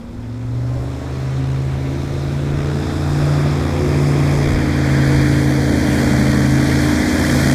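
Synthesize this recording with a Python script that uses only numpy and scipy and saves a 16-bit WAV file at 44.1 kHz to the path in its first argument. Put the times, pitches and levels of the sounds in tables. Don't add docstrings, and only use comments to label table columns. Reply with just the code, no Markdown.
import sys
import numpy as np
from scipy import signal
from scipy.io import wavfile

SR = 44100
rng = np.random.default_rng(int(sys.argv[2]) if len(sys.argv) > 2 else 0)


def output_pcm(signal):
    pcm = np.clip(np.atleast_2d(signal).T, -1, 1) * 32767
    wavfile.write(sys.argv[1], SR, np.round(pcm).astype(np.int16))


N = 332514

# (time [s], 5th tone [dB], 8th tone [dB], 11th tone [dB])
DRONE = [(0, -34.5, -49, -33.5), (.75, -21.5, -45, -33.5), (1.5, -21, -43, -43), (2.25, -23, -35, -34),
         (3, -19, -35, -29), (3.75, -18, -32, -31.5), (4.7, -17, -44, -23), (5.25, -17, -41, -18.5),
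         (5.75, -17.5, -34, -21), (6.25, -19.5, -19, -21), (6.75, -20, -29, -18.5), (7.1, -22, -36, -20.5),
         (7.54, -20, -31, -23)]
BEAT_NULLS = [-.9, .05, 1.0, 2.0, 2.93, 3.7, 4.6, 5.78, 7.11, 8.3]


def amp(db):
    return 10 ** (np.asarray(db) / 20)


def in_time(rows):
    times, *columns = np.transpose(rows)
    return [np.interp(np.arange(N) / SR, times, column) for column in columns]


def at_hz(points, hz):
    table_hz, table_db = np.array(points).T
    return np.interp(np.log(hz + 1), np.log(table_hz), table_db)


def swing(first_db, turn_s, turn_db, again_s, again_db, last_db):
    times = [0, turn_s, again_s, N / SR]
    return np.interp(np.arange(N) / SR, times, [first_db, turn_db, again_db, last_db])


def drift(rate):
    step = 40
    r = np.exp(-2 * np.pi * rate * step / SR)
    noise = rng.standard_normal(N // step + 2002)
    slow = signal.lfilter([1], [1, -2 * r, r * r], noise)[2000:]
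    return np.interp(np.arange(N) / step, np.arange(len(slow)), slow / slow.std())


def tone(turns, level_db, waver_db=.7, wobble=.08):
    phase = 2 * np.pi * turns + wobble * drift(3.0)
    gain = np.sqrt(2) * amp(level_db + waver_db * drift(4.0))
    return gain * np.sin(phase)


def shaped_noise(colour, patchy_db, from_hz, to_hz):
    hz, s, spectrum = signal.stft(rng.standard_normal(N), SR, nperseg=2048)
    gain = amp(colour(hz, s))
    inside = (hz > from_hz) & (hz < to_hz)
    gain = gain / np.sqrt(np.sum(gain[inside] ** 2, axis=0) / len(hz))
    centres = np.log(np.geomspace(30, 16000, 28))
    frames = np.minimum((s * SR).astype(int), N - 1)
    patches = np.array([drift(13.7)[frames] for _ in centres])
    distance = np.abs(np.log(hz + 1)[:, None] - centres) / (centres[1] - centres[0])
    blend = np.maximum(1 - distance, 0)
    shaped = spectrum * gain * amp(patchy_db * blend @ patches)
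    return signal.istft(shaped, SR, nperseg=2048)[1][:N]


def turning():
    # (time [s], four-stroke cycles per second [Hz])
    engine_speed = [(0, 20.95), (.2, 22.1), (.6, 24.0), (1.0, 25.65), (1.2, 26.19), (1.8, 26.82),
                    (2.0, 27.13), (2.6, 28.45), (3.0, 28.77), (3.5, 28.81), (4.1, 28.58), (4.4, 28.26),
                    (4.8, 27.49), (5.0, 27.27), (5.5, 27.18), (6.3, 26.64), (7.2, 27.52), (7.54, 27.51)]
    cycles = np.cumsum(in_time(engine_speed)[0]) / SR
    beats = np.interp(np.arange(N) / SR, BEAT_NULLS, np.arange(len(BEAT_NULLS)) + .5)
    passes = (5 * cycles + beats) / 2
    return cycles, passes


def engine(cycles, roar_db):
    # (multiple of the cycle, first level [dB],
    # turning point [s], level then [dB], second turning point [s], level then [dB], last level [dB])
    strong_tones = [(3, -44, .8, -29.5, 3.5, -23, -22.5), (9, -65, 2.32, -36, 3.97, -26.5, -20)]
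    # (multiple of the cycle, level far off [dB], level near [dB])
    weak_tones = [(2, -28, -11), (4, -1, -20.5), (6, -39, -12), (7, -20, -12.5), (10, -9, -13),
                  (12, -8.5, -13.5), (13, -10.5, -13.5), (14, -17, -22), (16, -11.5, -28), (17, -19, -17),
                  (19, -26, -13), (20, -30, -14.5), (21, -44, -20), (22, -13.5, -14.5), (24, -24, -12.5)]
    leading = sum(tone(k * cycles, db) for k, db in zip((5, 8, 11), in_time(DRONE)))
    strong = sum(tone(round(k) * cycles, swing(*slide)) for k, *slide in strong_tones)
    near = np.linspace(0, 1, N)
    weak = 0
    for k, far_db, near_db in weak_tones:
        level_db = roar_db + far_db + near * (near_db - far_db)
        weak = weak + tone(round(k) * cycles + rng.random(), level_db, waver_db=2.0, wobble=0.16)
    return leading + strong + weak


def propeller(passes):
    beat_depth = [-5, -1, -5, -17, -5.5, -6, -11, -7, -1.5, 6]
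    # (multiple of the blade rate, first level [dB], turning point [s],
    # level then [dB], second turning point [s], level then [dB], last level [dB])
    strong_tones = [(1, -53, 2, -38, 4.8, -33.5, -36), (3, -47.5, 1.96, -44.5, 4.5, -30.5, -27),
                    (4, -54, 1.26, -37, 9.2, -36.5, -40), (5, -49.5, 3.9, -30, 5.4, -40, -42),
                    (6, -49.5, 3, -35.5, 7.7, -42, -51), (7, -51.5, 3.3, -40.5, 5.63, -31.5, -58)]
    # (time [s], level [dB])
    high_level = [(0, -70), (.7, -43.5), (2.4, -47.5), (3.1, -41), (4.25, -40.5), (5.4, -48), (6.4, -40),
                  (7.54, -41.5)]
    # (multiple of the blade rate, level [dB])
    high_tones = [(8, -6.5), (9, -1.5), (10, -2.5), (11, -3), (12, -8.5), (13, -10), (14, -29), (15, -12.5),
                  (16, -20), (17, -6)]
    over_engine_db, = in_time(list(zip(BEAT_NULLS, beat_depth)))
    second = tone(2 * passes, in_time(DRONE)[0] + over_engine_db)
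    strong = sum(tone(round(k) * passes, swing(*slide), waver_db=3.5) for k, *slide in strong_tones)
    high_db, = in_time(high_level)
    high = sum(tone(round(k) * passes, high_db + db, waver_db=2.0, wobble=0.2) for k, db in high_tones)
    return second + strong + high


def treble_flares():
    # (time [s], tilt [dB per octave])
    flares = [(.8, 1.5), (2.1, 2.6), (3.1, 3.5), (4.05, 2.5), (4.95, -2.5), (7.5, 1.5)]
    flare_s = 0.36
    t = np.arange(N) / SR
    return sum(db * np.exp(-((t - s) / flare_s) ** 2) for s, db in flares)


def hiss_colour(hz, s, tilt_db):
    # (frequency [Hz], density [dB per Hz])
    far = [(470, -34), (800, -5), (962, -2), (1100, -7.5), (1180, -2.5), (1780, -7.5), (2060, -8),
           (2220, -10.5), (4690, -16), (5300, -15), (5700, -20), (7470, -21.5), (15000, -41)]
    coming = [(470, -33), (800, -18), (998, 4.5), (1070, -11), (1180, 0), (1710, -2), (2240, -2),
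              (3010, -11.5), (3710, -6.5), (4630, -11), (5300, -13), (8550, -21.5), (15000, -38)]
    midway = [(470, -39), (800, -1), (938, -4.5), (1460, -0.5), (2140, -10), (2570, -10.5), (2940, -18.5),
              (3530, -9), (4350, -17.5), (5110, -13), (5920, -21), (7290, -22), (11100, -33), (15000, -47)]
    closing = [(470, -31), (800, -2), (1180, 2), (1440, -4.5), (2030, -0.5), (2390, -1.5), (2940, -18),
               (3280, -7.5), (4200, -16), (5040, -10), (5770, -15), (9550, -23), (15000, -39)]
    near = [(470, -17), (800, -4.5), (1230, -6.5), (1550, 1), (1950, 1.5), (2400, -5), (2620, -19),
            (2980, -22), (3150, -7.5), (3850, -13), (4460, -8.5), (6450, -13.5), (9550, -18.5),
            (15300, -30)]
    colour_times = [.8, 2.05, 3, 4.2, 5.0]
    # (from [s], to [s], from [Hz], to [Hz], width [Hz], depth [dB])
    sliding_notches = [(-1, 1.4, 2800, 2950, 290, 5), (0, 3.1, 4850, 4550, 200, 5),
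                       (3, 7.7, 6160, 4570, 280, 3.5), (2.5, 6.5, 8900, 8300, 400, 2)]
    colours = np.array([at_hz(c, hz) for c in (far, coming, midway, closing, near)])
    steps = np.arange(len(colour_times))
    stage = np.interp(s, colour_times, steps)
    weights = np.maximum(1 - np.abs(stage - steps[:, None]), 0)
    notch_hz, notch_width_hz, notch_waver_db = 2780, 190, 4
    depth_drift = drift(13.0)[np.minimum((s * SR).astype(int), N - 1)] * weights[-1]
    notch_shape = np.exp(-((hz - notch_hz) / notch_width_hz) ** 2)
    notches = np.outer(notch_shape, notch_waver_db * depth_drift)
    for from_s, to_s, from_hz, to_hz, width_hz, depth_db in sliding_notches:
        along = np.clip((s - from_s) / (to_s - from_s), 0, 1)
        centre = from_hz + along * (to_hz - from_hz)
        fade = np.sqrt(np.sin(np.pi * along).clip(0))
        notches = notches - depth_db * fade * np.exp(-((hz[:, None] - centre) / width_hz) ** 2)
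    octaves = np.log2(np.maximum(hz / 3000, 1))
    tilt = np.outer(octaves, np.interp(s, np.arange(N) / SR, tilt_db))
    return colours.T @ weights + notches + tilt


def wash(passes, roar_db, hiss_db):
    # (frequency [Hz], density [dB per Hz])
    roar_colour = [(20, -31), (45, -11), (70, 1), (110, 0.5), (170, -3), (250, -2), (380, -5), (550, -6.5),
                   (800, -13), (1100, -19.5), (1600, -46)]
    tilt_db = treble_flares()
    roar = shaped_noise(lambda hz, s: at_hz(roar_colour, hz)[:, None] + 0 * s, 0.83, 380, 830)
    hiss = shaped_noise(lambda hz, s: hiss_colour(hz, s, tilt_db), 1.0, 880, 15000)
    throb = np.cos(2 * np.pi * passes + 1.0 * drift(7.3))
    hiss_throb_db = 0.68 + 1.0 * drift(2.5)
    roar_gain = amp(roar_db + 0.78 * throb - 2.5)
    hiss_gain = amp(hiss_db + hiss_throb_db * throb)
    return roar_gain * roar + hiss_gain * hiss


def breeze():
    # (time [s], peak level before the random lumps [dB])
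    gusts = [(.7, -35), (2.3, -32), (3.3, -35), (4.5, -29), (5.3, -32), (6.1, -36)]
    calm_db, fade_db_per_s = -46, 33
    t = np.arange(N) / SR
    gust_db = np.max([db - fade_db_per_s * np.abs(t - s) for s, db in gusts], axis=0)
    low_band = signal.butter(2, [24, 70], "band", fs=SR, output="sos")
    rumble = signal.sosfilt(low_band, rng.standard_normal(N))
    lumps_db = 6.4 * drift(8.0)
    return amp(np.maximum(gust_db, calm_db) + lumps_db) * rumble / rumble.std()


def scene():
    # (time [s], low roar [dB], hiss [dB])
    wash_levels = [(0, -41, -48.5), (.4, -42, -46), (.8, -36, -42), (1.2, -37, -38.5), (1.6, -35, -39),
                   (2.4, -33, -37), (2.8, -31, -33.5), (3.0, -32, -33.5), (3.3, -28, -30.5),
                   (3.8, -28.5, -31), (4.3, -26, -29), (4.7, -28, -29), (5.1, -26, -25.5),
                   (5.6, -26.5, -28.5), (6.0, -24.5, -25.5), (6.5, -26.5, -26.5), (6.8, -25.5, -24.5),
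                   (7.0, -26, -25), (7.4, -24, -23), (7.54, -25, -23.5)]
    roar_db, hiss_db = in_time(wash_levels)
    cycles, passes = turning()
    boat = engine(cycles, roar_db) + propeller(passes) + wash(passes, roar_db, hiss_db)
    return (boat + breeze())[None, :]


def record(dry):
    rounded = .95 * np.tanh(dry / .95)
    top_cut = signal.ellip(12, .3, 70, 15200, fs=SR, output="sos")
    return signal.sosfilt(top_cut, rounded)


dry = scene()
out = record(dry)
output_pcm(out)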